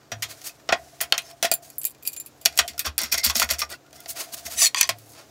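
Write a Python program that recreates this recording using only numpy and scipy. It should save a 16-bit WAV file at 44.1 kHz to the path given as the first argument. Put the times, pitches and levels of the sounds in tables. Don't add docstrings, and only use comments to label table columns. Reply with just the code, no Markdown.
import sys
import numpy as np
from scipy import signal
from scipy.fft import rfft, irfft
from scipy.io import wavfile
from scipy.ndimage import uniform_filter1d

SR = 44100
rng = np.random.default_rng(int(sys.argv[2]) if len(sys.argv) > 2 else 0)


def voltage_ratio(level):
    return 10 ** (np.asarray(level, float) / 20)


def to_wav(sig):
    pcm = np.clip(np.atleast_2d(sig), -1, 1) * 32767
    pcm = np.round(pcm).astype(np.int16)
    wavfile.write(sys.argv[1], SR, pcm.T)


N = 234111

# f/Hz, level/dB
FLOOR_SPECTRUM = [(40, -28), (136, -13.5), (300, 1.5), (684, -1.5), (1710, -18.5), (6920, -15.5),
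                  (9550, -28), (15500, -20)]
FLOOR_DB = -58
# f/Hz, width/Hz, level/dB
MACHINE_BANDS = [(75, 32, -67), (120, 20, -69), (250, 40, -75), (1260, 820, -65)]
# f/Hz, peak level/dB
MOTOR_TONES = [(139.8, -63), (299, -64)]
# t/s, effort/dB
ARM_EFFORT = [(0, -105), (.12, -53.5), (.36, -42.5), (.66, -55.5), (.8, -45.5), (1.36, -50), (1.75, -65),
              (2.0, -66.5), (2.42, -52), (2.57, -42), (2.7, -45), (2.95, -69), (3.4, -36.5), (3.799, -67),
              (4.1, -43), (4.62, -37.5), (4.73, -51.5), (5.31, -53)]
# f/Hz, density/dB
CLOTH_SPECTRUM = [(600, -15.5), (1500, -2), (3000, -5), (6000, 0), (10000, -6), (15500, -9.5)]

# start t/s, peak t/s, end t/s, friction/dB, brightness/dB
SLIDES = [(0, 0.006, 0.22, -67, -9), (0.281, 0.31, 0.36, -40.5, 0.5), (0.406, 0.412, 0.46, -48.5, 2),
          (0.435, 0.468, 0.515, -37, 6), (1.2, 1.31, 1.335, -50, -1), (1.619, 1.622, 1.84, -55, 7.5),
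          (3.687, 3.723, 3.77, -39, -2.5), (3.933, 3.965, 3.99, -50.5, 3.5), (3.97, 4.006, 4.5, -57.5, 1),
          (4.075, 4.104, 4.14, -41, 13), (4.151, 4.207, 4.273, -32.5, 1), (4.318, 4.34, 4.365, -37, 6.5),
          (4.358, 4.384, 4.43, -43, 3), (4.446, 4.467, 4.5, -37.5, 4), (4.492, 4.53, 4.6, -39, 4),
          (4.959, 5.047, 5.16, -60.5, 7.5), (5.084, 5.104, 5.19, -62, 13), (5.128, 5.19, 5.28, -49.5, -6)]
# start t/s, peak t/s, end t/s, friction/dB, brightness/dB
SCREW_TURNS = [
    (2.843, 2.867, 2.89, -27.5, -6),
    (2.977, 3, 3.13, -36.5, -7),
    (3.113, 3.13, 3.185, -29.5, 1.5),
    (3.172, 3.186, 3.225, -31, 0),
    (3.229, 3.256, 3.33, -28.5, 0.5),
    (3.348, 3.343, 3.47, -28, 6.5),
    (3.497, 3.501, 3.56, -26.5, -1.5),
    (3.582, 3.57, 3.66, -33, 3),
]
# start below peak/dB, end below peak/dB, low part/dB, high part/dB
SLIDE_RULE, TURN_RULE = (14.5, 25.5, -8.5, -2.5), (6, 28.5, -13, -4.5)
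SHOULDER = 1.44
SCREW_START_S, SCREW_END_S, THREAD_CLICKS_PER_S = 2.98, 3.68, 900
# f/Hz, width/Hz, level/dB
RUB_RESONANCES = [(1146, 28, -26), (2025, 84, 4.5), (4540, 640, -2), (5540, 200, 8), (6610, 390, -3.5),
                  (12350, 330, -29)]
LOW_EDGE_HZ, HIGH_EDGE_HZ = 1800, 7000

# t/s, peak level/dB, hardness/dB, t60/s
PANEL_KNOCKS = [(.1176, -13, -1, .1), (.2229, -9, 6, 0.09), (.2295, -10, 7.5, 0.11),
                (.5975, -36.5, -8, 0.04), (.6898, -6.5, -12, 0.075), (.7242, -2, -8, 0.075),
                (1.005, -12.5, -4, 0.12), (1.0118, -10, 17.5, 0.1), (1.1234, 3.5, -3.5, 0.023),
                (1.1404, -12.5, -5.5, 0.092), (1.1789, -7, 5, 0.079), (1.22, -36, 18, 0.02),
                (1.4267, -3, 6, 0.13), (1.4444, -9, 6, 0.1), (3.8641, -39, 3, .03),
                (3.9084, -40.5, 9, .038), (3.929, -29.5, 7.5, .047), (4.0037, -32, 20, 0.045),
                (4.0592, -19.5, 0.5, 0.025), (4.4797, -26, 5.5, 0.027), (.677, -40, 6, .06),
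                (1.1, -42, 6, .08), (1.034, -17, 0, .07), (1.451, -4, 6, .06), (4.891, -1, 5.5, 0.073),
                (4.9854, -38.5, 18.5, 0.12)]
# t/s, peak level/dB, hardness/dB, t60/s
CLAMP_TICKS = [(1.5145, -1.5, -9.5, 0.082), (1.5388, -17.5, 6.5, 0.056), (1.7014, -32, -6, 0.049),
               (1.7827, -43.5, 27.5, 0.019), (1.8145, -29, -2, 0.081), (1.8334, -32, 4.5, 0.045),
               (1.8426, -11.5, -11, 0.012), (1.8513, -17, 5, 0.082), (1.8687, -25, 1.5, 0.086),
               (1.948, -35.5, -18, 0.055), (2.026, -31.5, -13, 0.047), (2.032, -43, 5, 0.096),
               (2.0514, -25.5, -7, 0.13), (2.064, -26, 0, 0.17), (2.0746, -16, 1, 0.07),
               (2.1316, -24.5, -5, 0.083), (2.1641, -20, -9, 0.048), (2.1997, -27.5, 0.5, 0.088),
               (2.2612, -32, -1, 0.1), (2.4134, -34, -6, 0.12), (1.747, -52, -14, .03),
               (1.7567, -42, -14, .03), (1.861, -31, 1, .03), (1.898, -36, -2, .02),
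               (1.907, -38.5, 7, 0.0095), (1.913, -33.5, -6, .015), (1.918, -42, -4, .015),
               (1.922, -44, -2, 0.013), (1.984, -40, -20, .015), (2.12, -36, -2, .025),
               (2.1285, -32.5, -4, .02), (2.2515, -43.5, -3, .04)]
# t/s, peak level/dB, hardness/dB, t60/s
IRON_KNOCKS = [(2.4525, -8, 1.5, 0.11), (2.4576, 4, 1, 0.045), (2.5252, -32.5, -6, 0.24),
               (2.5755, -8, 5.5, 0.063), (2.589, 6, -7, 0.076), (2.6787, -16, 3.5, 0.11),
               (2.7332, -33, -11.5, 0.091), (2.7795, -22.5, 6, 0.058), (2.793, -8, 3.5, 0.095),
               (2.856, -15, -11, 0.097), (2.556, -30.5, 1, .04), (2.569, -26, -2, 0.043),
               (2.596, -4, -18, 0.031), (2.866, -12.5, -20, 0.071), (2.875, -17.5, -4, 0.089)]
# t/s, peak level/dB, hardness/dB, t60/s
SCREW_JOLTS = [(2.9815, -11.5, 0, 0.16), (2.9803, -6, 10, 0.008), (3.034, -14, 0, 0.14),
               (3.1238, -6.5, 4, 0.073), (3.142, -5.5, -3, 0.057), (3.1783, -16, 4, 0.06),
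               (3.248, -10, 9.5, 0.097), (3.2982, -6, -7.5, 0.079), (3.3548, -10, -2, 0.076),
               (3.3654, -16, 10, 0.044), (3.3974, -3, 1, 0.088), (3.4246, -2, -6, 0.064),
               (3.49, -14.5, -6, 0.11), (3.5099, -9, 4.5, 0.096), (3.5919, -15.5, 5.5, 0.14),
               (3.6175, -7, -9.5, 0.068), (2.989, -11.5, 8, .02), (3.016, -17.5, 10, .04),
               (3.1175, -18.5, 4, .02), (3.1305, -7, 0, 0.018), (3.183, -24.5, 7, 0.028),
               (3.2407, -7.5, 1, .03), (3.2437, -12.5, 7.5, .02), (3.263, -7.5, -1, 0.052),
               (3.27, -16, -1.5, .03), (3.293, -22, 6.5, 0.023), (3.305, -11, -1, .04),
               (3.3619, -13, 5, .015), (3.393, -12, -2, 0.028), (3.4168, -3.5, -8, 0.046),
               (3.444, -19, 5, 0.037), (3.503, -13.5, 5, 0.043), (3.535, -15.5, -3, 0.1),
               (3.7017, -31, 9, .05)]
# t/s, peak level/dB, hardness/dB, t60/s
STACK_KNOCKS = [(4.7455, -2.5, -5, 0.023), (4.76, -11, -3, 0.016), (4.7655, -13, -5, 0.023),
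                (4.771, -11, -8, .02), (4.8107, 6, 4.5, 0.025), (4.819, -19, 0, .02),
                (4.8296, -4.5, -1, .03), (4.84, -11, -6, 0.033), (4.8475, -18, -9, .02),
                (4.8525, -22, -5, .03), (4.874, -31, 10, 0.033)]
# low modes/dB, high modes/dB
PANEL_TONE, TICK_TONE, IRON_TONE = (-6, -9), (-26, 12.4), (-14.5, 0)
SCREW_TONE, STACK_TONE = (-8, 2.06), (-3.5, -1)
# f/Hz, width/Hz, level over broad part/dB
PANEL_BODY = [(1380, 94, 2), (1797, 94, 1.5), (1967, 79, 7.5), (2482, 70, 0.5), (3240, 170, 0.5),
              (4370, 52, -3.5), (4930, 130, 5.5), (5560, 150, 4.5), (6730, 250, 3.5)]
# f/Hz, width/Hz, level over broad part/dB
STACK_BODY = [(1086, 110, 5.5), (1880, 110, 6), (2500, 310, 10), (3340, 360, 10), (4610, 540, 12.5),
              (6000, 190, 17.5), (6764, 240, 9), (8050, 430, 10), (10500, 690, 3), (12400, 840, -12),
              (14700, 500, -8)]
# f/Hz, width/Hz, level over broad part/dB
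STEEL_BODY = [(2453, 46, 2), (4700, 230, 4.9), (7380, 310, 6.9), (8110, 66, 3.3), (10720, 230, 4.3),
              (11570, 240, 5.6), (12260, 200, 7.2), (14180, 150, 5.4), (15200, 220, 4.3)]
# f/Hz, width/Hz, level over broad part/dB
IRON_BODY = [(1430, 140, 3.2), (1970, 160, 2.8), (2500, 65, 3.7), (3430, 170, 0.99), (4610, 320, 7),
             (5590, 320, 9.1), (6700, 250, 5), (7450, 210, 3), (9230, 45, 1.4), (11470, 300, 2.8),
             (13500, 480, 2.7)]
STACK_BROAD_DB = -8

# t/s, level/dB
BLOWS = [(.1176, -25.5), (.6898, -18), (.7246, -12.5), (1.0118, -20.5), (1.1234, -18), (1.1789, -30.5),
         (1.4267, -15.5), (1.4444, -9.5), (1.5145, -19), (2.4576, -18.5), (2.5252, -62), (2.574, -31),
         (2.589, -16), (2.6787, -42), (2.7332, -72), (3.142, -25), (3.3548, -28), (3.3974, -22.5),
         (3.4246, -44), (3.5099, -29), (3.6175, -29), (3.929, -40), (4.0592, -31.5), (4.4797, -37),
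         (4.891, -22)]
# f/Hz, level/dB, t60/s
BENCH_MODES = [(692, -12.5, 0.13), (678.7, -3.5, 0.087), (613, -11.5, 0.031), (710, -9.5, 0.12),
               (705, -35.5, 0.22), (1401, -7, 0.041), (263.5, -28, 0.15)]
HUM_DB, HUM_FOLLOWS, HUM_T60_S, HUM_BY_HAND_DB = -44.5, 0.38, 0.61, -13

# t/s, level/dB, f/Hz, t60/s
PANEL_NOTES = [(0.122, -37.5, 108, 0.66), (.118, -26, 5800, .074), (.496, -37, 2540, .042),
               (0.7225, -15, 1490, .03), (.7262, -11.5, 2440, .02), (.7245, -14, 3330, 0.018),
               (.7262, -15.5, 1890, 0.038), (.7245, -22.5, 4930, .02), (1.1244, -1, 3066, .014),
               (1.124, -8, 2700, .014), (1.1238, -3.5, 3650, .016), (1.1238, -15, 2150, .014),
               (1.1238, -3.5, 4300, .014), (1.148, -31, 3100, .07), (1.181, -30.5, 4100, .1),
               (1.18, -18.5, 6080, .02), (1.427, -12.5, 6000, .025), (4.059, -29, 4440, .021),
               (4.747, -24, 1098, 0.1), (4.775, -23, 2500, 0.086), (4.891, -53, 340, .16),
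               (4.892, -17.5, 1080, .025), (4.892, -28, 570, .05), (4.898, -42.5, 109, 0.79),
               (4.83, -14.5, 6040, .04)]
# t/s, level/dB,
# f/Hz, t60/s
HANDLING_NOTES = [(1.8156, -29, 8000, 0.027), (1.8515, -32, 13000, .07), (2.052, -40, 2480, .06),
                  (2.075, -22, 4690, 0.02), (2.026, -44, 2480, 0.035), (3.034, -19.5, 5590, .03),
                  (2.458, -6, 5560, 0.022), (2.459, -6, 4700, 0.022), (2.602, -33, 3120, 0.18),
                  (2.592, -17, 1900, .03), (2.678, -32, 5500, 0.021), (2.779, -33, 5100, 0.028),
                  (2.779, -38, 1400, 0.039), (3.299, -21, 1110, 0.076), (3.366, -19, 12800, .03),
                  (3.42, -10, 1404, 0.017), (3.619, -21, 1195, .072), (1.516, -36, 600, 0.056)]
# t/s, level/dB
THUMPS = [(0.122, -52), (0.7, -49), (1.03, -61), (1.139, -60), (1.443, -63.5), (2.467, -57), (2.598, -46.5),
          (2.697, -55.5), (2.861, -47), (3.029, -48), (3.131, -48), (3.261, -40), (3.36, -41.5),
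          (3.431, -48), (3.511, -44), (3.624, -55), (3.942, -58), (4.101, -60), (4.328, -60), (4.45, -55),
          (4.549, -57.5), (4.798, -55.5)]
# f/Hz, level/dB, t60/s
LEG_MODES = [(73.5, 5, 0.47), (64, -13.5, 0.45)]
# start t/s, end t/s, level/dB, f/Hz
SINGING_MODES = [(1.235, 1.345, -52, 5350), (1.215, 1.3, -55, 6200), (3.178, 3.235, -37, 2094),
                 (3.59, 3.612, -36, 2100), (3.7, 3.758, -42, 1420), (3.717, 3.75, -43, 1950),
                 (3.715, 3.77, -52, 2700), (3.7, 3.735, -47, 8500), (3.84, 3.895, -59, 1410),
                 (3.96, 4.03, -59, 2060), (3.97, 4.03, -61, 3400), (3.975, 4.085, -59, 1420),
                 (4.57, 4.607, -28, 6000), (4.607, 4.64, -22, 6080), (4.642, 4.662, -25, 6150),
                 (4.605, 4.65, -36, 690), (4.605, 4.64, -38, 1150), (4.57, 4.685, -39, 1850)]
SING_WIDTH = 0.02

# t/s, level/dB, lean to high modes/(dB/octave), twin mode share, damped modes/dB
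CLINKS = [
    (1.538, -26, -5, -0.099, 4),
    (1.7836, -38.5, 16.5, -0.2, 0),
    (2.076, -36, -6, 0.49, 0),
    (2.1675, -29, -13, -0.71, -12),
    (2.198, -28.5, -21, -.5, -8),
    (2.86, -58, 31, .3, 0),
]
# f/Hz, level/dB, t60/s
CLAMP_MODES = [(7260, -0.5, 0.086), (9500, -6, 0.03), (10400, 2.5, 0.065), (11600, 4.5, 0.03),
               (12520, 1, .07), (14220, -3.5, 0.05)]

# t/s, friction/dB, pitch factor
DRAGS = [
    [(4.56, -41, 1), (4.59, -20.5, 1.055), (4.63, -14, 1.015), (4.675, -20.5, 1.0), (4.69, -41, .98),
     (4.72, -63, .95)],
    [(4.768, -30, 1.01), (4.78, -24, 1.01), (4.81, -27.5, 0.97), (4.85, -40, 0.74), (4.885, -45, 1.1)],
    [(4.6, -45, 1.13), (4.62, -21, 1.07), (4.65, -24, 1.0), (4.678, -24, .93), (4.69, -50, .92)],
]
# f/Hz, width/Hz, level/dB
STACK_RESONANCES = [(1290, 1100, -7), (1710, 200, -6), (2450, 1100, -3.5), (3650, 58, 1.5), (4400, 330, -2),
                    (5860, 300, 11), (6900, 120, 7.5), (7760, 360, 10.5), (10100, 450, 6.5),
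                    (13000, 510, 0), (14250, 500, -0.5)]

ROOM_T60_S, ROOM_DB, WALL_CUT_HZ = 0.11, -15, 1700
CUTOFF_HZ = 15800


def rms_one(x):
    return x / np.sqrt(np.mean(x ** 2) + 1e-20)


def band(x, low_hz, high_hz, order=2):
    return signal.sosfilt(signal.butter(order, [low_hz, high_hz], "band", fs=SR, output="sos"), x)


def coloured(points):
    hz, level_db = np.transpose(points)
    bins_hz = np.linspace(1, SR / 2, N // 2 + 1)
    gain = voltage_ratio(np.interp(np.log(bins_hz), np.log(hz), level_db))
    return rms_one(irfft(rfft(rng.standard_normal(N)) * gain, N))


def resonate(x, hz, width_hz):
    r = np.exp(-np.pi * width_hz / SR)
    zeros = np.array([1, 0, -1]) * (1 - r * r) / 2
    return signal.lfilter(zeros, [1, -2 * r * np.cos(2 * np.pi * hz / SR), r * r], x)


def ring(clicks, hz, t60_s):
    r = voltage_ratio(-60 / (t60_s * SR))
    w = 2 * np.pi * hz / SR
    return signal.lfilter([0, np.sin(w)], [1, -2 * r * np.cos(w), r * r], clicks + 1e-18)


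def drift(rate_hz):
    knots = rng.standard_normal(2000)
    return np.interp(np.arange(N) * rate_hz / SR, np.arange(len(knots)), knots)


def clicks_at(t_s, level_db):
    clicks = np.zeros(N)
    clicks[(np.asarray(t_s) * SR).astype(int)] = voltage_ratio(level_db)
    return clicks


def struck(level_db, t_s, hz, t60_s):
    return ring(clicks_at(t_s, level_db), hz, t60_s)


def body(x, peaks, broad_db):
    y = voltage_ratio(broad_db) * x + sum(voltage_ratio(db) * resonate(x, hz, width) for hz, width, db in peaks)
    return rms_one(y) * np.sqrt(np.mean(x ** 2))


def room_tone():
    return voltage_ratio(FLOOR_DB + 1.8 * drift(9)) * band(coloured(FLOOR_SPECTRUM), 60, 15000)


def machinery():
    hum = np.zeros(N)
    for hz, width_hz, db in MACHINE_BANDS:
        hum += voltage_ratio(db) * rms_one(resonate(rng.standard_normal(N), hz, width_hz))
    for hz, db in MOTOR_TONES:
        hum += voltage_ratio(db) * np.sin(2 * np.pi * hz * np.arange(N) / SR)
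    return hum


def cloth(effort):
    return effort * coloured(CLOTH_SPECTRUM) * voltage_ratio(2.4 * drift(45) - 10)


def friction_grit():
    grit = rng.standard_normal(N) * voltage_ratio(2.2 * drift(300) + 1.2 * drift(70))
    i = np.arange(N)
    turning = (i > SCREW_START_S * SR) & (i < SCREW_END_S * SR)
    catches = turning * (rng.random(N) < THREAD_CLICKS_PER_S / SR)
    catch_gain = voltage_ratio(4 * np.minimum(rng.exponential(1, N), 3))
    slips = catches * catch_gain * rng.choice([-1, 1], N)
    out = voltage_ratio(-1.5) * (grit + slips)
    for k, (hz, width_hz, db) in enumerate(RUB_RESONANCES):
        swell = voltage_ratio(db + 3.2 * drift(24))
        out += swell * resonate(grit + 9 * slips, hz, width_hz) * (-1) ** k
    return out


def strokes():
    grit = friction_grit()
    low = rms_one(band(grit, 220, LOW_EDGE_HZ))
    middle = -rms_one(band(grit, LOW_EDGE_HZ, HIGH_EDGE_HZ))
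    high = rms_one(band(grit, HIGH_EDGE_HZ, 17000))
    t, gains = np.arange(N) / SR, np.zeros((3, N))
    rows = [row + SLIDE_RULE for row in SLIDES] + [row + TURN_RULE for row in SCREW_TURNS]
    for *s, peak_db, bright_db, rise_db, fall_db, low_db, high_db in rows:
        on = slice(int(s[0] * SR), int(s[-1] * SR))
        fade = np.clip(np.minimum(t[on] - s[0], s[-1] - t[on]) / 0.009, 0, 1)
        place = np.interp(t[on], s, [-1, 0, 1])
        sag_db = np.where(place < 0, rise_db, fall_db) * np.abs(place) ** SHOULDER
        for k, part_db in enumerate([low_db - bright_db, 0, high_db + bright_db]):
            gains[k, on] += fade * voltage_ratio(peak_db + part_db - sag_db)
    return gains[0] * low, gains[1] * middle + gains[2] * high


def knocks(rows, tone):
    size, lump_db = 4096, 1.8
    out, t = np.zeros(N + size), np.arange(size) / SR
    centres = np.geomspace(380, 19000, num=26)
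    bins_hz = np.linspace(1, SR / 2, size // 2 + 1)
    place = np.interp(np.log(bins_hz), np.log(centres), np.arange(26))
    shares = np.clip(1 - np.abs(place - np.arange(26)[:, None]), 0, 1)
    shares[[0, -1]] = 0
    shares /= np.sqrt(np.mean(shares ** 2, axis=1, keepdims=True) + 1e-12)
    onset = 1 - np.exp(-t[None] * centres[:, None] * 0.5)
    crack = 1.22 * voltage_ratio(-60 * t / 0.0042)
    for s, peak_db, hard_db, t60_s in rows:
        contact = rng.standard_normal(size)
        contact[12] += 5.5
        bands = irfft(rfft(contact) * shares, size)
        lump, life = rng.standard_normal((2, len(centres)))
        low_db, high_db = tone[0] - hard_db, tone[1] + hard_db
        level_db = np.interp(np.log(centres), np.log([450, 1200, 2500, 5500, 10000]),
                             [low_db - 12.5, low_db, 0, 0, high_db])
        t60s = np.clip(t60_s, 0.005, 0.2) * (centres / 3000) ** -0.2 * voltage_ratio(life)
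        dying = voltage_ratio(-60 * t / t60s[:, None]) + crack
        i = int(s * SR)
        out[i:i + size] += voltage_ratio(peak_db - 26.5 + level_db + lump_db * lump) @ (bands * dying * onset)
    return out[:N]


def panel_knocks():
    return body(knocks(PANEL_KNOCKS, PANEL_TONE), PANEL_BODY, broad_db=5.5)


def bench_ring(rubbing):
    s, blow_db = np.transpose(BLOWS)
    out = voltage_ratio(2.5) * resonate(rubbing, 637, 78) + resonate(rubbing, 1397, 60)
    for hz, db, t60_s in BENCH_MODES:
        uneven_db = rng.normal(0, 2.2, len(s))
        out += struck(blow_db + db - 6.5 + uneven_db, s + 0.00199, hz, t60_s)
    return out * voltage_ratio(3 * drift(70))


def bench_hum(effort):
    s, blow_db = np.transpose(BLOWS)
    kicks = clicks_at(s, HUM_DB + HUM_FOLLOWS * blow_db)
    after_blows = signal.lfilter([1], [1, -voltage_ratio(-60 / (HUM_T60_S * SR))], kicks + 1e-18)
    top = rms_one(resonate(resonate(rng.standard_normal(N), 684, 52), 686, 120))
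    return (after_blows + voltage_ratio(HUM_BY_HAND_DB) * effort) * top * voltage_ratio(4 * drift(35))


def lone_modes():
    wobble = voltage_ratio(3 * drift(150))
    low, high = np.zeros(N), np.zeros(N)
    for s, db, hz, t60_s in PANEL_NOTES + HANDLING_NOTES:
        part = high if hz > 1000 else low
        part += struck(db, [s], hz, t60_s)
    return wobble * low + band(wobble * high, 500, 19000)


def thumps():
    s, push_db = np.transpose(THUMPS)
    sway = sum(struck(push_db + db + 3, s, hz, t60_s) for hz, db, t60_s in LEG_MODES)
    legs = band(sway * voltage_ratio(5 * drift(25) - 3), 58, 100)
    thud = struck(push_db + 5 + 4 * rng.standard_normal(len(s)), s, 233, 0.12)
    return legs + band(thud, 150, 300)


def singing():
    out = np.zeros(N)
    grit = rng.standard_normal(N)
    for start, end, level_db, hz in SINGING_MODES:
        on = slice(int(start * SR), int(end * SR))
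        tone = resonate(resonate(grit[on], hz, SING_WIDTH * hz), hz, 4 * SING_WIDTH * hz)
        out[on] += voltage_ratio(level_db) * rms_one(tone) * np.sqrt(np.hanning(len(tone)))
    return out


def clamp_ticks():
    return body(knocks(CLAMP_TICKS, TICK_TONE), STEEL_BODY, broad_db=-3)


def clamp_bar():
    s, level_db, lean_db, twin, damped_db = np.transpose(CLINKS)
    out = np.zeros(N)
    for hz, db, t60_s in CLAMP_MODES:
        damped = 9000 < hz < 10000 or 11000 < hz < 13000
        octaves = np.log2(hz / CLAMP_MODES[0][0])
        clicks = clicks_at(s, level_db + db + lean_db * octaves + damped_db * damped)
        twins = clicks * np.interp(np.arange(N), (s * SR).astype(int), twin)
        out += ring(clicks, hz, t60_s) + ring(twins, hz + 29, t60_s)
    return band(out * voltage_ratio(1.5 * drift(90)), 5500, 19000, order=3)


def clamp_on_iron():
    hits = knocks(IRON_KNOCKS, IRON_TONE) + knocks(SCREW_JOLTS, SCREW_TONE)
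    return body(hits, IRON_BODY, broad_db=2.5)


def drags():
    grit = rng.standard_normal(N) * voltage_ratio(2.1 * drift(350))
    bands = np.zeros(N)
    for k, (hz, width_hz, db) in enumerate(STACK_RESONANCES):
        bands += voltage_ratio(db) * rms_one(resonate(grit, hz, width_hz)) * (-1) ** k
    sliding = rms_one(bands) + voltage_ratio(-5.5) * rms_one(band(grit, 1760, 18000))
    settling = band(body(grit, STACK_BODY, broad_db=STACK_BROAD_DB), 820, 8100, order=1)
    edge = resonate(grit, 4500, 120)
    edge += voltage_ratio(-9) * resonate(grit, 3460, 110) + voltage_ratio(-14) * resonate(grit, 2540, 150)
    out = np.zeros(N)
    for rows, sound in zip(DRAGS, [sliding, settling, edge]):
        s, level_db, pitch = np.transpose(rows)
        at = np.arange(int(s[0] * SR), int(s[-1] * SR))
        read = at[0] + np.cumsum(np.interp(at / SR, s, pitch))
        moved = np.interp(read, np.arange(N), rms_one(sound))
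        out[at] += voltage_ratio(np.interp(at / SR, s, level_db)) * moved
    return out


def stack_knocks():
    return body(knocks(STACK_KNOCKS, STACK_TONE), STACK_BODY, broad_db=STACK_BROAD_DB)


def room(x):
    t = np.arange(8192) / SR
    tail = rng.standard_normal(len(t)) * voltage_ratio(-60 * t / ROOM_T60_S) * (t > 0.003)
    dull = np.exp(-2 * np.pi * WALL_CUT_HZ / SR)
    tail = signal.lfilter([1], [1, -dull], tail)
    return voltage_ratio(ROOM_DB) * signal.fftconvolve(x, tail / np.sqrt(np.sum(tail ** 2)))[:N]


def scene():
    effort = voltage_ratio(np.interp(np.arange(N) / SR, *np.transpose(ARM_EFFORT)))
    background = band(room_tone() + machinery(), 52, 19000, order=3) + cloth(effort) + bench_hum(effort)
    rub_low, rub_rest = strokes()
    contacts = rub_low + rub_rest + panel_knocks() + bench_ring(rub_low)
    contacts += clamp_ticks() + clamp_bar() + clamp_on_iron() + drags() + stack_knocks()
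    near = band(contacts, 190, 19000, order=3) + band(lone_modes(), 70, 19000)
    mono = near + room(near) + thumps() + background + singing()
    loudness = uniform_filter1d(np.abs(mono), size=512)
    side = voltage_ratio(-15) * band(mono * drift(60) * loudness, 200, 6000)
    side += voltage_ratio(-77) * rms_one(band(rng.standard_normal(N), 25, 110))
    return np.array([mono + side, mono - side])


def band_limit(x):
    return signal.sosfilt(signal.butter(12, 16530, fs=SR, output="sos"), x)


def record(dry):
    low_pass = signal.cheby2(12, 24, CUTOFF_HZ + 150, fs=SR, output="sos")
    mix = np.clip(signal.sosfilt(low_pass, dry), -1, 1)
    return band_limit(mix)


dry = scene()
out = record(dry)
to_wav(out)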